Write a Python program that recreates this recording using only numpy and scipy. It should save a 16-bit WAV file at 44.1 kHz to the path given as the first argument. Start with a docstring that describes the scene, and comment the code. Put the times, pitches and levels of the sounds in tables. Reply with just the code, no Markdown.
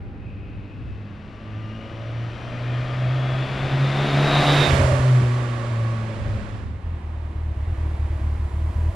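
"""A four-cylinder motorcycle pulls up a residential street: engine multiples, roar noise and pipe rings
build with its drone, over filtered-noise town murmur, a faint fading hum and wind on the microphone ports.
It passes the kerb with falling Doppler pitch and coasts away, throttle shut, the pipe popping as short low rings.
A dissolve leads to a second, quieter spot, where the bike rolls nearer at a lumpy idle: pressure pulses
ring the silencer, over engine hiss and casing rings."""
import sys
import numpy as np
from scipy import signal
from scipy.fft import rfft, irfft
from scipy.io import wavfile
from scipy.ndimage import uniform_filter1d, map_coordinates

SR = 44100
rng = np.random.default_rng(int(sys.argv[2]) if len(sys.argv) > 2 else 0)


def transcribe(u):
    """Save the signal u as a 16-bit wav file named by the first command-line argument.

    u: samples, shape (n,) or (channels, n), limited to [-1, 1]; the rate is SR.
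    q: integer samples, one column per channel.
    """
    v = np.clip(np.atleast_2d(u).T, -1, 1)
    q = np.round(v * 32767).astype(np.int16)
    wavfile.write(sys.argv[1], SR, q)


N = 394694

# exhaust drone, swelling and dipping as street reflections add and cancel: (time [s], rms level [dB])
DRONE_LEVEL = [(0, -37.5), (.83, -41.5), (1.02, -35), (1.23, -53), (1.56, -32), (1.86, -38.5), (2.19, -28),
               (2.33, -32.5), (2.38, -40), (2.45, -34), (2.77, -22.5), (2.88, -27.5), (3.21, -20),
               (3.43, -23), (3.48, -36), (3.52, -25), (3.575, -31), (3.65, -23), (3.695, -33), (3.74, -19),
               (3.785, -23), (3.82, -16.5), (3.94, -25), (4, -19.5), (4.1, -25), (4.14, -18), (4.24, -15.5),
               (4.3, -25), (4.39, -18), (4.44, -28), (4.48, -19), (4.62, -15.5), (4.66, -27), (4.71, -16.5),
               (4.76, -17.5), (4.82, -19), (4.93, -14.5), (4.99, -18), (5.05, -14.5), (5.16, -14),
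               (5.3, -19.5), (5.65, -29.5), (5.72, -22), (6.07, -25.5), (6.19, -41), (6.3, -26),
               (6.36, -24), (6.41, -45), (6.52, -34), (6.7, -32), (6.9, -29)]
# firings at the engine, pulling up to the kerb spot and then coasting down: (time [s], rate [Hz])
FIRING_RATE = [(0, 91.9), (.65, 93.3), (1.5, 101.4), (2, 107.5), (3, 120.1), (3.5, 125.5), (4, 132.5),
               (4.3, 135.8), (4.56, 137.4), (5, 134.5), (6.95, 100.8)]
# moments when a cylinder misses its firing: (time [s])
MISFIRES = [4.672, 4.747, 4.807, 4.838, 4.996, 5.216, 6.285]
# roar colour from ahead and from behind, relative: (frequency [Hz], density [dB per Hz])
FRONT_COLOUR = [(90, -15), (160, -11.5), (300, -13), (450, -13), (640, -11), (885, -15.5), (1220, -15),
                (1500, -16), (2500, -18.5), (3500, -24.5), (4720, -31.5), (10000, -53.5), (14300, -65.5)]
REAR_COLOUR = [(90, -30), (160, -16), (330, -14.5), (480, -15.5), (790, -16.5), (1360, -19.5),
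               (1810, -19.5), (4000, -30.5), (7690, -37.5), (10500, -45), (14300, -68)]
# width of the roar from street echoes, ahead and behind: (frequency [Hz], side minus mid [dB])
FRONT_WIDTH = [(200, -47), (400, -22), (670, -11.5), (1230, -10), (4140, -20), (7570, 2), (13900, -3.5)]
REAR_WIDTH = [(200, -13), (400, -11), (670, -2), (1230, -2), (4140, -6), (7570, 3), (13900, 1)]
# tail pipe rings: (frequency at the bike [Hz], width [Hz], level over roar from ahead [dB], from behind [dB])
PIPE_RINGS = [(594, 75, -14, -4.5), (1168, 70, -19, -8.5), (1735, 70, -26, -30), (2330, 50, -28, -30)]
# a pipe ring stands out or sinks; it barks as the throttle shuts:
# (ring index, time [s], swell [dB], half length [s])
PIPE_SWELLS = [(0, 4.93, 6, .14), (0, 6.35, 2, .2), (0, 6.65, -8, .12), (1, .9, -8, .5), (1, 3, 9, .45),
               (1, 5, 2, .15), (1, 5.9, 4, .15), (1, 6.4, -8, .3), (2, 2.85, 15, .4), (3, 2.65, 15, .35)]
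# airy band on the approach: (frequency [Hz], width [Hz], level over roar [dB], time [s], half length [s])
AIRY_BAND = (5700, 500, -26, 2.0, 1.0)
# multiples of the firing rate, in groups: second harmonic, third, cylinder mismatch, intake growl,
# cam chain, gear whine: (multiple, relative level [dB])
TONE_GROUPS = [
    [(2, 0)],
    [(3, 0), (4, -9)],
    [(1.5, -2), (2.5, 0), (2.75, -2)],
    [(4.5, -3), (5, 0), (5.5, -4), (6, -8)],
    [(10, -12), (11, 0)],
    [(25, -12), (25.5, -11), (26, 0), (26.5, -12), (28, -12)],
]
# one row a group: (level against the open level from ahead [dB], from behind [dB], share of car screening)
TONE_LEVELS = [(-8, -5, 0), (-19, -7, 0), (-10, -22, .3), (-11.5, -19, 1), (-25, -26, 1), (-18, -42, 1)]
# a tone group stands out or sinks: (group index, time [s], swell [dB], half length [s])
TONE_SWELLS = [(0, 1.3, 5, .8), (0, 2.15, -8, .2), (0, 3.5, -5, .25), (0, 5.7, 3, .4), (0, 6.3, 7, .5),
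               (1, .5, 8, .5), (1, 1.7, 10, .45), (1, 4.72, 6, .07), (1, 5.3, 4, .4), (1, 6.3, -5, .4),
               (2, 1, 4, .25), (2, 3.9, 4, .4), (2, 6.45, 14, .2), (3, 2, 9, .3), (3, 3, 7, .45),
               (3, 4.42, 5, .14), (4, 1.75, 17, .75), (5, .27, 8, .06), (5, .5, 13, .3), (5, .9, 3, .2),
               (5, 2.6, -2, .3), (5, 1.75, 8, .35), (5, 3.35, 5, .3), (5, 4.05, 4, .13), (5, 4.34, 8, .06),
               (5, 4.5, 6, .04), (5, 4.65, 10, .07), (5, 4.77, -10, .05)]
# where the bike is heard, before the port colour in PORT_AIM: (time [s], left minus right [dB])
BEARING = [(0, 7), (1.75, 8), (3.42, 6), (4.38, 1), (4.55, -3), (4.75, -25), (5.05, -11), (5.4, -10),
           (6.9, -12.5)]
# how much the ports favour a side: (frequency [Hz], gain on the lean [dB])
PORT_AIM = [(300, -35.5), (670, -4.5), (1230, 1), (2260, -2), (4140, -5.5), (7570, -10.5), (13900, -34.5)]
# distant town colour, relative: (frequency [Hz], density [dB per Hz])
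TOWN_COLOUR = [(12, -34.5), (20, -13), (96, -4), (159, -9.5), (293, -15), (400, -21), (800, -34.5),
               (2200, -42), (4000, -63), (6600, -89.5)]
# town width: (frequency [Hz], side minus mid [dB])
TOWN_WIDTH = [(60, -4), (200, -27.5), (370, -16.5), (670, -3), (3000, 2.5)]
# wind gusts, before their flicker: (time [s], peak [dB], half length [s])
GUSTS = [(.3, -41, 0.5), (0.828, -42, .1), (1.8, -53, 0.12), (2.23, -53, 0.07), (3.587, -51, 0.18),
         (4.818, -43, 0.31), (6.39, -36.5, 0.29)]
# unburnt fuel popping in the pipe: (onset [s], level before POP_GAIN_DB [dB], frequency [Hz], t60 [s])
POPS = [(4.68, -16, 86, 0.093), (4.726, -9, 77, 0.085), (4.787, -11.5, 94, 0.1), (4.808, -10, 85, 0.062),
        (4.843, -10.5, 81.5, 0.086), (4.915, -14, 91, 0.15), (4.991, -14, 72, 0.1), (5.21, -25, 71, 0.24),
        (6.2, -30, 70.4, 0.16), (6.252, -23, 75.4, 0.12), (6.37, -25, 66, 0.16)]
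# runs of good firings at idle: (first firing [s], last firing [s], relative strength [dB])
IDLE_RUNS = [(6.635, 6.764, -27), (6.847, 6.967, -20.5), (7.047, 7.304, -23), (7.361, 7.516, -19.5),
             (7.574, 7.631, -17.5), (7.68, 7.727, -16), (7.786, 7.943, -17), (8, 8.053, -15.5),
             (8.109, 8.16, -17), (8.219, 8.354, -16), (8.402, 8.455, -15), (8.543, 8.7, -16.5),
             (8.764, 8.89, -13.5)]
# silencer resonances: (frequency [Hz], width [Hz], relative level [dB])
SILENCER_RINGS = [(40.8, 110, -23), (78.6, 34.6, 4), (122, 42, -7.5)]
# idle hiss colour, relative: (frequency [Hz], density [dB per Hz])
IDLE_COLOUR = [(110, -23), (180, 3), (280, -9.5), (400, -7), (838, -8.5), (1100, -9), (1350, -15),
               (1950, -15), (4600, -28.5), (10300, -35), (14300, -40)]
# casing rings at idle: (frequency [Hz], width [Hz], level over hiss before the nearing gain [dB])
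CASING_RINGS = [(220, 22, -4.5), (328, 16, -2), (626, 60, -5.5), (983, 55, -7), (1970, 180, -15)]
# colour of the microphone ports: (frequency [Hz], gain [dB])
PORT_COLOUR = [(4700, 0), (6200, -1.5), (7400, 0), (8700, -1.5), (9900, 2), (11000, -1.5)]

ABEAM_S, TURN_S = 4.77, 0.04  # the colour turns from ahead to behind
SPEED_M_S, SOUND_M_S = 17, 343
PIPE_PASSES_S, PIPE_M, GEARS_PASS_S = 4.7, 1.4, 4.735
PIPE_GLIDE_M = 9  # echoes stretch the pipe's pitch drop
ENGINE_PASSES_S, ENGINE_M = 4.52, 4.0  # the roar comes from the whole machine, so it peaks more broadly
OPEN_DB, COASTING_DB, ROAR_TRIM_DB = -10, -4.5, 0.53  # open level at 1 m; loss with throttle shut; roar gain
SPREAD_DB = -18  # loss for ten times the distance; house fronts keep the sound in the street
SCREEN_M, SCREEN_DB_PER_M = 29.1, -0.2747  # parked cars hide the bike beyond this distance
FRONT_TREBLE_DB, REAR_TREBLE_DB = -2.0, -6.5  # far treble shelf
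NEAR_TREBLE_DB, BRIGHT_M = 8.5, 5.2  # treble gain close to the pipe, and its reach
DISSOLVE_S, DISSOLVE_DB_PER_S = 6.4, -12.5
LAG_SAMPLES, IDLE_LAG_SAMPLES = .7, 1.5  # the left port hears late once the bike is on the right
TOWN_DB, BREEZE_DB = -39, -57.5
POP_GAIN_DB = 4.5
IDLE_HZ, IDLE_PAN_DB, WEAK_DB = 38.7, -8, -10  # nominal firing rate; pan; weak firings between the runs
IDLE_REF_S, IDLE_DB, IDLE_DB_PER_S = 7.2, -46, 2  # hiss at the reference time, and growth as it nears
IDLE_TREBLE_DB, IDLE_TREBLE_DB_PER_S = -8, 3.5
SUCK, SUCK_S = 0.38, 0.0068  # the silencer draws air back just before each idle blow (share, lead)
TOP_HZ = 14200


def undb(db):
    """Turn decibels into an amplitude factor."""
    return 10 ** (np.asarray(db) / 20)


def unit(x):
    """Scale to rms 1."""
    return x / np.sqrt(np.mean(x ** 2))


def curves(table):
    """Columns of a time table, one value a sample."""
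    s, *columns = np.transpose(table)
    return [np.interp(np.arange(N) / SR, s, c) for c in columns]


def shape(table):
    """Gain on every FFT bin from (frequency [Hz], gain [dB]) points."""
    hz, db = np.transpose(table)
    bins = np.fft.rfftfreq(N, 1 / SR) + 1
    return undb(np.interp(np.log(bins), np.log(hz), db))


def hiss(colour, width, treble_db=0.):
    """Stereo noise with mid rms 1, then a treble shelf: air takes the treble, the top octave more."""
    spectrum = rfft(rng.standard_normal((2, N))) * shape(colour)
    spectrum[1] *= shape(width)
    mid, side = irfft(spectrum, N)
    both = np.array([mid + side, mid - side]) / np.std(mid)
    for split_hz, share in (4600, 0.94), (10500, 1.0):
        lowpass = signal.butter(3, split_hz, fs=SR, output="sos")
        low = signal.sosfiltfilt(lowpass, both)
        both = low + (both - low) * undb(share * treble_db)
    return both


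def ring(x, hz, width):
    """Two-pole resonance, gain 1 at the centre."""
    return signal.lfilter(*signal.iirpeak(hz, hz / width, fs=SR), x)


def walk(rate):
    """Random levels held 1 / rate s and slewed twice; spread near 1."""
    k = int(SR / rate)
    held = np.repeat(rng.standard_normal(N // k + 1), k)
    return 1.62 * uniform_filter1d(uniform_filter1d(held, k), k)[:N]


def bump(s, half):
    """A smooth swell, 1 at time s and 1/e at half either side."""
    return np.exp(-((np.arange(N) / SR - s) / half) ** 2)


def whistle(hz, width):
    """Narrow noise round a moving centre, rms 1."""
    slow = signal.lfilter(*signal.butter(2, width / 2, fs=SR), rng.standard_normal((2, N)))
    phase = 2 * np.pi * np.cumsum(hz) / SR
    return unit(slow[0] * np.cos(phase) + slow[1] * np.sin(phase))


def partials(turns, table, flutter_db, rate, wobble):
    """Multiples of a turning phase, each fluttering in level and phase along the street."""
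    total = 0
    for multiple, db in table:
        level = undb(db + flutter_db * walk(rate))
        total = total + level * np.sin(2 * np.pi * (multiple * turns + wobble * walk(rate)))
    return unit(total)


def aim(both, pan_db, lag):
    """The ports favour the side of the source, most in the middle frequencies; the left may lag."""
    lean = np.tanh(pan_db * np.log(10) / 40) * irfft(rfft(both) * shape(PORT_AIM), N)
    left, right = both + lean * np.array([[1], [-1]])
    return np.array([map_coordinates(left, [np.arange(N) - lag], mode="nearest"), right])


def doppler(passes_s, miss_m):
    """Stretch of the sound's period by the bike's speed towards or away from the ear."""
    along = SPEED_M_S * (np.arange(N) / SR - passes_s)
    return 1 + SPEED_M_S / SOUND_M_S * along / np.hypot(along, miss_m)


def firing_phase(passes_s):
    """Firings counted at the ear, Doppler included."""
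    return np.cumsum(curves(FIRING_RATE)[0] / doppler(passes_s, PIPE_M)) / SR


def exhaust_drone(turns, screen_db):
    """A sine at the firing rate with a trembling phase; missed firings leave holes."""
    cycle = turns + 0.045 * walk(13)
    missed_cycles = np.floor(cycle[(np.array(MISFIRES) * SR).astype(int)])
    missed = np.isin(np.floor(cycle), missed_cycles)
    fired = uniform_filter1d(1 - 0.97 * missed, size=90)
    flicker = undb(.12 * screen_db * walk(8) + .8 * walk(10))  # more while hidden
    level = np.sqrt(2) * undb(curves(DRONE_LEVEL)[0])
    return level * fired * flicker * np.sin(2 * np.pi * cycle)


def pipe_rings(behind):
    """Narrow noise at the tail pipe's resonances, gliding down in pitch past the ear."""
    glide = doppler(PIPE_PASSES_S, PIPE_GLIDE_M)
    waver = 1 + .005 * walk(4)
    total = 0
    for k, (hz, width, ahead, back) in enumerate(PIPE_RINGS):
        swell_db = sum(db * bump(s, half) for n, s, db, half in PIPE_SWELLS if n == k)
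        level = undb(ahead + (back - ahead) * behind + swell_db + walk(4.94))
        total = total + level * whistle(hz * waver / glide, width)
    return total


def engine_roar(turns, behind, roar_db):
    """Noise turning from intake to exhaust colour, with pipe rings and an airy band, puffed each firing."""
    along = SPEED_M_S * (np.arange(N) / SR - PIPE_PASSES_S)
    near_db = NEAR_TREBLE_DB * BRIGHT_M / np.hypot(along, BRIGHT_M)
    front = hiss(FRONT_COLOUR, FRONT_WIDTH, FRONT_TREBLE_DB + near_db)
    rear = hiss(REAR_COLOUR, REAR_WIDTH, REAR_TREBLE_DB + near_db)
    hz, width, db, s, half = AIRY_BAND
    airy = undb(db) * bump(s, half) * whistle(np.full(N, hz), width)
    roar = np.sqrt(1 - behind) * front + np.sqrt(behind) * rear + pipe_rings(behind) + airy
    puffs = 1 + 0.034 * np.cos(2 * np.pi * turns)  # gas puffs once a firing
    return roar * undb(roar_db + ROAR_TRIM_DB) * puffs


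def engine_tones(behind, open_db, screen_db):
    """Multiples of the firing rate, smeared more the higher they lie as the crank speed trembles."""
    t = np.arange(N) / SR
    turns = firing_phase(GEARS_PASS_S)
    depth = np.interp(t, [1, 1.5, 4, 4.4, 4.65], [.009, .004, .004, .006, .011])
    tremble = turns + depth * walk(30)
    levels = [open_db + ahead + (back - ahead) * behind + share * screen_db + .7 * walk(4)
              for ahead, back, share in TONE_LEVELS]
    for group, s, db, half in TONE_SWELLS:
        levels[group] = levels[group] + db * bump(s, half)
    tones = sum(undb(db) * partials(tremble, group, flutter_db=1.8, rate=9, wobble=.08)
                for db, group in zip(levels, TONE_GROUPS))
    # side tones of the whine come up as the gearbox turns side-on
    whine_db = levels[5]
    sideband_db = whine_db + np.interp(t, [3.9, 4.3, 4.55, 4.65], [-10, 1, 2, -4])
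    side_tones = [(22, -9), (24, -11), (27, 0), (30, -15)]  # (multiple, relative level [dB])
    tones = tones + undb(sideband_db) * partials(tremble, side_tones, flutter_db=3.0, rate=18, wobble=.1)
    # gear teeth rattle: a rough halo round the whine
    rattle = unit(signal.lfilter(*signal.butter(2, 220, fs=SR), rng.standard_normal(N)))
    rattle_db = whine_db + np.interp(t, [.8, 1.6, 3.6, 4.3], [2, 0, 0, 3])
    return tones + undb(rattle_db) * rattle * np.sin(2 * np.pi * 26 * turns)


def passing():
    """Drone, roar and tones of the passing bike, set by distance, car screening and the side it shows."""
    t = np.arange(N) / SR
    behind = 1 / (1 + np.exp((ABEAM_S - t) / TURN_S))
    metres = np.hypot(SPEED_M_S * (t - ENGINE_PASSES_S), ENGINE_M)
    open_db = OPEN_DB + SPREAD_DB * np.log10(metres) + COASTING_DB * behind
    open_db = open_db + DISSOLVE_DB_PER_S * np.maximum(t - DISSOLVE_S, 0)
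    screen_db = SCREEN_DB_PER_M * np.maximum(metres - SCREEN_M, 0) * (1 - behind)
    turns = firing_phase(PIPE_PASSES_S)
    drone = exhaust_drone(turns, screen_db)
    roar = engine_roar(turns, behind, open_db + screen_db)
    tones = engine_tones(behind, open_db, screen_db)
    fade = np.clip((6.9 - t) / 0.35, 0, 1)
    return fade * (aim(roar + tones, curves(BEARING)[0], LAG_SAMPLES * behind) + drone)


def outdoors():
    """Town murmur, a far hum that fades, and wind that rumbles on each port partly on its own."""
    t = np.arange(N) / SR
    town = undb(TOWN_DB + .7 * walk(1.5)) * hiss(TOWN_COLOUR, TOWN_WIDTH)
    hum = undb(-55.0 - 20 * t + 3 * walk(12)) * np.sin(2 * np.pi * 800 * t)
    wind_colour = [(12, -32), (22, 5.5), (40, 11.5), (65, 12.0), (120, 10.5), (300, -57.0)]
    wind = hiss(wind_colour, [(20, -7.5), (100, 0.0)])
    gusts = undb(BREEZE_DB) + sum(undb(db) * bump(s, half) for s, db, half in GUSTS)
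    sheltered_db = np.interp(t, [6.6, 6.95], [0, -5])  # the second spot is quieter
    return undb(sheltered_db) * town + hum + gusts * undb(2.5 * walk(10)) * wind


def pops():
    """Each pop is a short low ring of the pipe with a rough edge."""
    out, t = np.zeros(N), np.arange(SR // 3) / SR
    for s, db, hz, t60 in POPS:
        swell = (1 - np.exp(-t / 0.0043)) * np.exp(-np.log(1000) * t / t60)
        rough = unit(ring(ring(rng.standard_normal(len(t)), 255, 260), 255, 260))
        pop = swell * (np.sin(2 * np.pi * hz * t) + 0.2 * rough)
        out[int(s * SR):][:len(t)] += undb(db + POP_GAIN_DB) * pop
    return out


def idle_thump():
    """Runs of good firings and weak ones between them push air through the silencer's resonances."""
    times, sizes = [], []
    resumes = [r[0] for r in IDLE_RUNS[1:]] + [N / SR + 0.0078]
    for (first, last, db), resume in zip(IDLE_RUNS, resumes):
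        run = np.linspace(first, last, round((last - first) * IDLE_HZ) + 1)
        gap = np.linspace(last, resume, round((resume - last) * IDLE_HZ) + 1)[1:-1]
        times += [*run, *gap]
        sizes += [db] * len(run) + [db + WEAK_DB] * len(gap)
    time_chance, size_chance = rng.standard_normal((len(times), 2)).T
    starts = np.array(times) - .006 + .0005 * time_chance
    blows = np.zeros(N)
    blows[(starts * SR).astype(int)] = undb(np.array(sizes) + .9 * size_chance)
    push = np.hanning(int(0.0099 * SR))
    blows = np.convolve(blows, push / push.sum())[:N]
    blows = blows - SUCK * np.roll(blows, -int(SUCK_S * SR))
    return undb(48) * sum(undb(db) * ring(blows, hz, width) for hz, width, db in SILENCER_RINGS)


def idling():
    """The idle's thumps, with engine hiss and casing rings that grow as the bike nears."""
    t = np.arange(N) / SR - IDLE_REF_S
    hiss_db = IDLE_DB + IDLE_DB_PER_S * t
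    treble_db = IDLE_TREBLE_DB + IDLE_TREBLE_DB_PER_S * t
    casing = 0
    for hz, width, db in CASING_RINGS:
        level = undb(db + 1.5 * walk(14) + 1.5 * walk(3))
        casing = casing + level * unit(ring(rng.standard_normal(N), hz, width))
    # the casing stands out more as the bike nears, like the treble
    engine = hiss(IDLE_COLOUR, REAR_WIDTH, treble_db) + undb(treble_db) * casing
    engine = aim(engine, IDLE_PAN_DB, IDLE_LAG_SAMPLES)
    fade_in = np.clip((t + 0.73) / 0.4, 0, 1)
    return idle_thump() + fade_in * undb(hiss_db + 0.98 * walk(5.4)) * engine


def scene():
    """Sum the passing bike, the outdoors, the pops and the idle."""
    return passing() + outdoors() + pops() + idling()


def record(dry):
    """The ports colour the treble, the sound opens softly and a steep filter cuts the top."""
    dry = irfft(rfft(dry) * shape(PORT_COLOUR), N)
    dry = dry * np.clip(np.arange(N) / (.004 * SR), 0, 1)
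    return signal.sosfilt(signal.ellip(12, .2, 80, TOP_HZ, fs=SR, output="sos"), dry)


dry = scene()
out = record(dry)
transcribe(out)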